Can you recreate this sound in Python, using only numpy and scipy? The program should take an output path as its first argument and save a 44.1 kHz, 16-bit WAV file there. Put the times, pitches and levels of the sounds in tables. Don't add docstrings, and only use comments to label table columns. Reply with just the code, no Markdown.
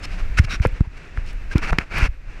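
import sys
import numpy as np
from scipy import signal
from scipy.fft import rfft, irfft
from scipy.io import wavfile
from scipy.ndimage import uniform_filter1d

SR = 44100
rng = np.random.default_rng(int(sys.argv[2]) if len(sys.argv) > 2 else 0)


def store_pcm(level_fs):
    pcm = np.round(np.clip(level_fs, -1, 1) * 32767).astype(np.int16)
    wavfile.write(sys.argv[1], SR, np.atleast_2d(pcm).T)


N = 105840


def undb(db):
    return 10 ** (np.asarray(db) / 20)


def unit(x):
    return x / np.sqrt(np.mean(x ** 2) + 1e-18)


def peak(x, db):
    return x * undb(db) / (np.abs(x).max() + 1e-12)


def curve(rows):
    return undb(np.interp(np.arange(N) / SR, *np.array(rows).T))


def colour(x, points):
    hz, db = np.array(points).T
    f = np.maximum(np.arange(N // 2 + 1) * SR / N, 1)
    gain = undb(np.interp(np.log(f), np.log(hz), db)) * np.minimum(f / hz[0], 1) ** 2
    return unit(irfft(rfft(x) * gain, N))


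def cut(x, hz, kind, order=2):
    return signal.sosfilt(signal.butter(order, hz, kind, fs=SR, output="sos"), x)


def band(x, hz, slope):
    f = np.maximum(np.arange(N // 2 + 1) * SR / N, 1)
    return irfft(rfft(x) / (1 + (hz / f) ** (10 * slope)), N)


def resonate(x, hz, width_hz):
    return unit(signal.lfilter(*signal.iirpeak(hz, hz / width_hz, fs=SR), x))


def drift(rate_hz):
    step = int(SR / rate_hz)
    stairs = np.repeat(rng.standard_normal(N // step + 1), step)[:N]
    return unit(uniform_filter1d(stairs, step))


# frequency in Hz, relative level in dB.
RIVER_SPECTRUM = [(120, 11.5), (250, 3), (500, -1), (1000, -6), (1500, -0.5), (2100, -1), (2650, -2),
                  (3150, -13.5), (5800, -19), (7800, -25.5), (12000, -40.5), (16000, -55)]
# time in seconds, level in dB.
CAMERA_DUCKING_LEVELS = [(0, -40), (.33, -41), (.42, -41), (.78, -42.5), (.83, -52), (1.0, -45),
                         (1.48, -44), (1.76, -45.5), (1.87, -48), (2.12, -53), (2.33, -43.5)]


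def river(flicker_db=1.5):
    rush = colour(rng.standard_normal(N), RIVER_SPECTRUM)
    flicker = undb(flicker_db * drift(rate_hz=24.11))
    return rush * curve(CAMERA_DUCKING_LEVELS) * flicker


# frequency in Hz, relative level in dB.
RUMBLE_SPECTRUM = [(15, 4.5), (22, 1.5), (34, 3.5), (55, -11), (100, -15.5), (200, -50.5), (500, -72)]
# time in seconds, level in dB.
RUMBLE_LEVELS = [(0, -28.5), (.12, -25), (.24, -21), (.34, -20.5), (.55, -28), (1.05, -37.5), (1.25, -27.5),
                 (1.42, -24), (1.68, -26), (1.87, -34.5), (2.04, -21), (2.17, -30), (2.4, -36)]


def rumble():
    return colour(rng.standard_normal(N), RUMBLE_SPECTRUM) * curve(RUMBLE_LEVELS)


# start in seconds, starting pitch in Hz, level in dB,
# seconds to fall by 60 dB.
PLOPS = [(0.135, 175, -28.5, 0.19), (0.656, 500, -30.5, 0.12), (1.513, 1592, -24.5, 0.072),
         (1.5515, 311, -12.5, 0.047), (1.578, 300, -17.5, 0.051), (1.727, 155.3, -6.5, 0.051)]


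def bubbles(rise_per_s=0.44):
    out = np.zeros(N)
    for start, hz, db, t60 in PLOPS:
        age = np.maximum(np.arange(N) / SR - start, 0)
        swell = 1 - np.exp(-age * hz)
        phase = 2 * np.pi * hz * age * (1 + .5 * rise_per_s * age)
        out += swell * undb(db - 60 * age / t60) * np.sin(phase)
    return out


# time in seconds, peak in dB.
DROPLET_TICKS = [(0.6567, -33), (0.6711, -24.5), (0.7235, -44), (1.2635, -38), (1.331, -37),
                 (1.9848, -23.5)]


def droplets(decay_s=0.00017):
    t = np.arange(N) / SR
    splat = resonate(rng.standard_normal(N), hz=7400, width_hz=7000)
    out = np.zeros(N)
    for at, db in DROPLET_TICKS:
        envelope = (t >= at) * np.exp(-np.abs(t - at) / decay_s)
        out += peak(splat * envelope, db)
    return out


# middle in seconds, half-length in seconds,
# pitch in Hz, level in dB.
WET_SQUEAKS = [(0.048, 0.014, 5250, -43.5), (0.389, 0.0045, 5380, -28.5), (0.528, 0.031, 3790, -39),
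               (0.539, 0.022, 5600, -42.5), (0.536, 0.025, 5600, -44)]


def squeaks(width_hz=310):
    t = np.arange(N) / SR
    out = np.zeros(N)
    for middle, half_length, hz, db in WET_SQUEAKS:
        ring = resonate(rng.standard_normal(N), hz, width_hz)
        ring = resonate(ring, hz, width_hz)
        envelope = np.exp(-((t - middle) / half_length) ** 4)
        out += undb(db) * envelope * ring
    return out


# frequency in Hz, relative level in dB.
SWISH_SPECTRUM = [(300, -11.5), (500, -11.5), (900, -11), (1200, -2.5), (1450, 3), (1850, -3.5),
                  (2300, 2.5), (2700, -2), (3000, -10), (3450, -18.5), (4500, -16), (5700, -18.5),
                  (6600, -24), (10000, -33.5), (15000, -48.5)]
# start, swell, hold and fade in
# seconds, level in dB, then boost or cut of the treble and of the low mids in dB.
SWISH_PASSES = [ (0.014, 0.036, .006, 0.0036, -38, 14.5, 9), (0.095, 0.024, 0.0089, 0.1, -42, 6.5, 10.5),
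                (0.174, 0.022, 0.01, 0.019, -43.5, 6.5, 12), (0.367, 0.015, 0.0079, 0.015, -20.5, 4.5, -17),
                (0.431, 0.014, 0.0065, 0.0058, -34.5, 8.5, -6),
                (0.468, 0.013, 0.0049, 0.0093, -36, -23, 11.5),
                (0.483, 0.027, 0.037, 0.029, -30, 5.5, -0.5), (0.614, 0.0065, 0.034, 0.0063, -36.5, 7.5, 8),
                (0.824, 0.028, 0.008, .02, -51, -1, 15), (0.963, 0.011, 0.0042, 0.011, -47.5, 8.5, 2),
                (1.253, 0.027, 0.031, 0.016, -53, 17, -11), (1.498, 0.021, 0.019, 0.0094, -37.5, 6.5, 7.5),
                (1.551, 0.0072, 0.014, 0.058, -32, -2, 8), (1.611, 0.018, 0.011, 0.039, -25, -1, 3),
                (1.645, 0.045, 0.018, 0.0038, -27, -0.5, 7), (1.716, 0.0071, 0.018, 0.067, -40.5, -1, 14.5),
                (1.781, 0.0048, 0.035, 0.035, -34, -3.5, 7), (1.891, 0.03, 0.027, 0.017, -32, -0.5, 6.5),
                (1.936, 0.033, 0.088, 0.029, -24.5, 0.5, 4.5), ]


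def swishes(drops_per_s=3000, drop_spread_db=8.5, shake_db=-6.5):
    t = np.arange(N) / SR
    hits = (rng.random(N) < drops_per_s / SR) * rng.choice([-1, 1], N)
    drops = hits * undb(drop_spread_db * rng.uniform(-1.5, 1, N))
    contact = 0.41 * unit(drops) + .5 * rng.standard_normal(N)
    hiss = colour(contact, SWISH_SPECTRUM)
    treble = band(hiss, hz=2850, slope=0.98)
    low_mids = band(hiss, hz=1054, slope=-2.5)
    lows = cut(rng.standard_normal(N), 150, "low")
    shake = undb(shake_db) * unit(cut(lows, 49.3, "high"))
    out = np.zeros(N)
    for start, swell, hold, fade, db, treble_db, low_mid_db in SWISH_PASSES:
        rise = np.clip((t - start) / swell, 0, 1)
        fall = np.clip(1 - (t - start - swell - hold) / fade, 0, 1)
        tone = hiss + (undb(treble_db) - 1) * treble + (undb(low_mid_db) - 1) * low_mids
        out += (rise * fall) ** 1.41 * undb(db) * (tone + shake)
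    return out


# frequency in Hz, relative level in dB,
# seconds to fall by 60 dB.
SHELL_MODES = [(274, -11, 0.024), (474, -9, 0.019), (856, 10, 0.0021), (1377, -6, 0.014),
               (1730, -1, 0.0065), (2167, -5.5, 0.015), (2450, -2.5, 0.01), (4910, -3, 0.019),
               (5530, 12, 0.0077)]
# start in seconds, peak of the ring in dB, most favoured
# frequency in Hz, peak of the crack in dB against the ring.
SHELL_KNOCKS = [ (0.3872, -11.5, 1360, -14), (0.3905, -8.5, 1530, -8), (0.598, -24.5, 1600, -15),
                (.6510, -4.5, 544, -41), (0.653, -12.5, 1230, -37), (0.6596, -14, 1820, -33),
                (0.8065, -24, 1140, -13), (1.1736, -20.5, 1365, -23), (1.5813, -27, 5250, 7),
                (1.7260, -16, 606, -16), (1.7302, -9, 1190, -19), (1.7850, -8.5, 1300, -22),
                (1.786, -4, 2220, -6.5), ]


def knocks(spread_octaves=0.6, contact_cycles=0.25, crack_decay_s=0.00085):
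    t = np.arange(SR // 20) / SR
    out = np.zeros(N + len(t))
    for start, db, favoured_hz, crack_db in SHELL_KNOCKS:
        ring = np.zeros(len(t))
        for k, (hz, mode_db, t60) in enumerate(SHELL_MODES):
            weight = (-1) ** k / (1 + (np.log2(hz / favoured_hz) / spread_octaves) ** 4)
            ring += weight * undb(mode_db - 60 * t / t60) * np.sin(2 * np.pi * hz * t)
        ring *= 1 - np.exp(-(t * favoured_hz / contact_cycles) ** 2)
        burst = rng.standard_normal(len(t)) * np.exp(-t / crack_decay_s)
        crack = cut(cut(burst, 2420, "high", order=1), 5200, "low")
        i = int(start * SR)
        out[i:i + len(t)] += peak(ring, db) + peak(crack, db + crack_db)
    return out[:N]


# time in seconds, peak in dB,
# half-width of the push in milliseconds, swing-back frequency in Hz.
CASE_BUMPS = [ (0.3983, 0.5, 1.68, 72.6), (0.444, -18, 1.9, 107), (0.605, -6, 2.04, 54.4),
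              (0.662, -8, 1.2, 54.4), (0.67, -11, 4.7, 43.7), (0.73, -19, 3.2, 39.5), (.8100, -2, 1.12, 29),
              (0.875, -22, 1.9, 35), (1.181, -14, 2.96, 52.3), (1.5575, -3, 0.86, 55),
              (1.722, -10, 4.24, 29.5), (1.7870, -9.5, 0.58, 38.2), (2.027, -7, 3.0, 38),
              (2.065, -19.5, 1.45, 45), (2.09, -13.5, 4.1, 30.8), ]


def bumps(leak_width_hz=50.5):
    t = np.arange(N) / SR
    damping = 2 * np.pi * leak_width_hz
    out = np.zeros(N)
    for at, db, half_width_ms, swing_hz in CASE_BUMPS:
        flank = np.exp(-np.abs(t - at) * 1000 / half_width_ms)
        push = flank / (1 + flank ** 2)
        leak = signal.bilinear([1, 0, 0], [1, damping, (2 * np.pi * swing_hz) ** 2], SR)
        out -= peak(signal.lfilter(*leak, push), db)
    return out


def scene():
    mono = swishes() + squeaks() + bumps() + knocks() + bubbles() + river() + rumble() + droplets()
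    return mono[None, :]


def record(dry):
    ceiling, top_hz = 1.14, 15500
    rounded = dry / (1 + (dry / ceiling) ** 10) ** (1 / 10)
    return signal.sosfilt(signal.ellip(8, .2, 70, top_hz, fs=SR, output="sos"), rounded)


dry = scene()
out = record(dry)
store_pcm(out)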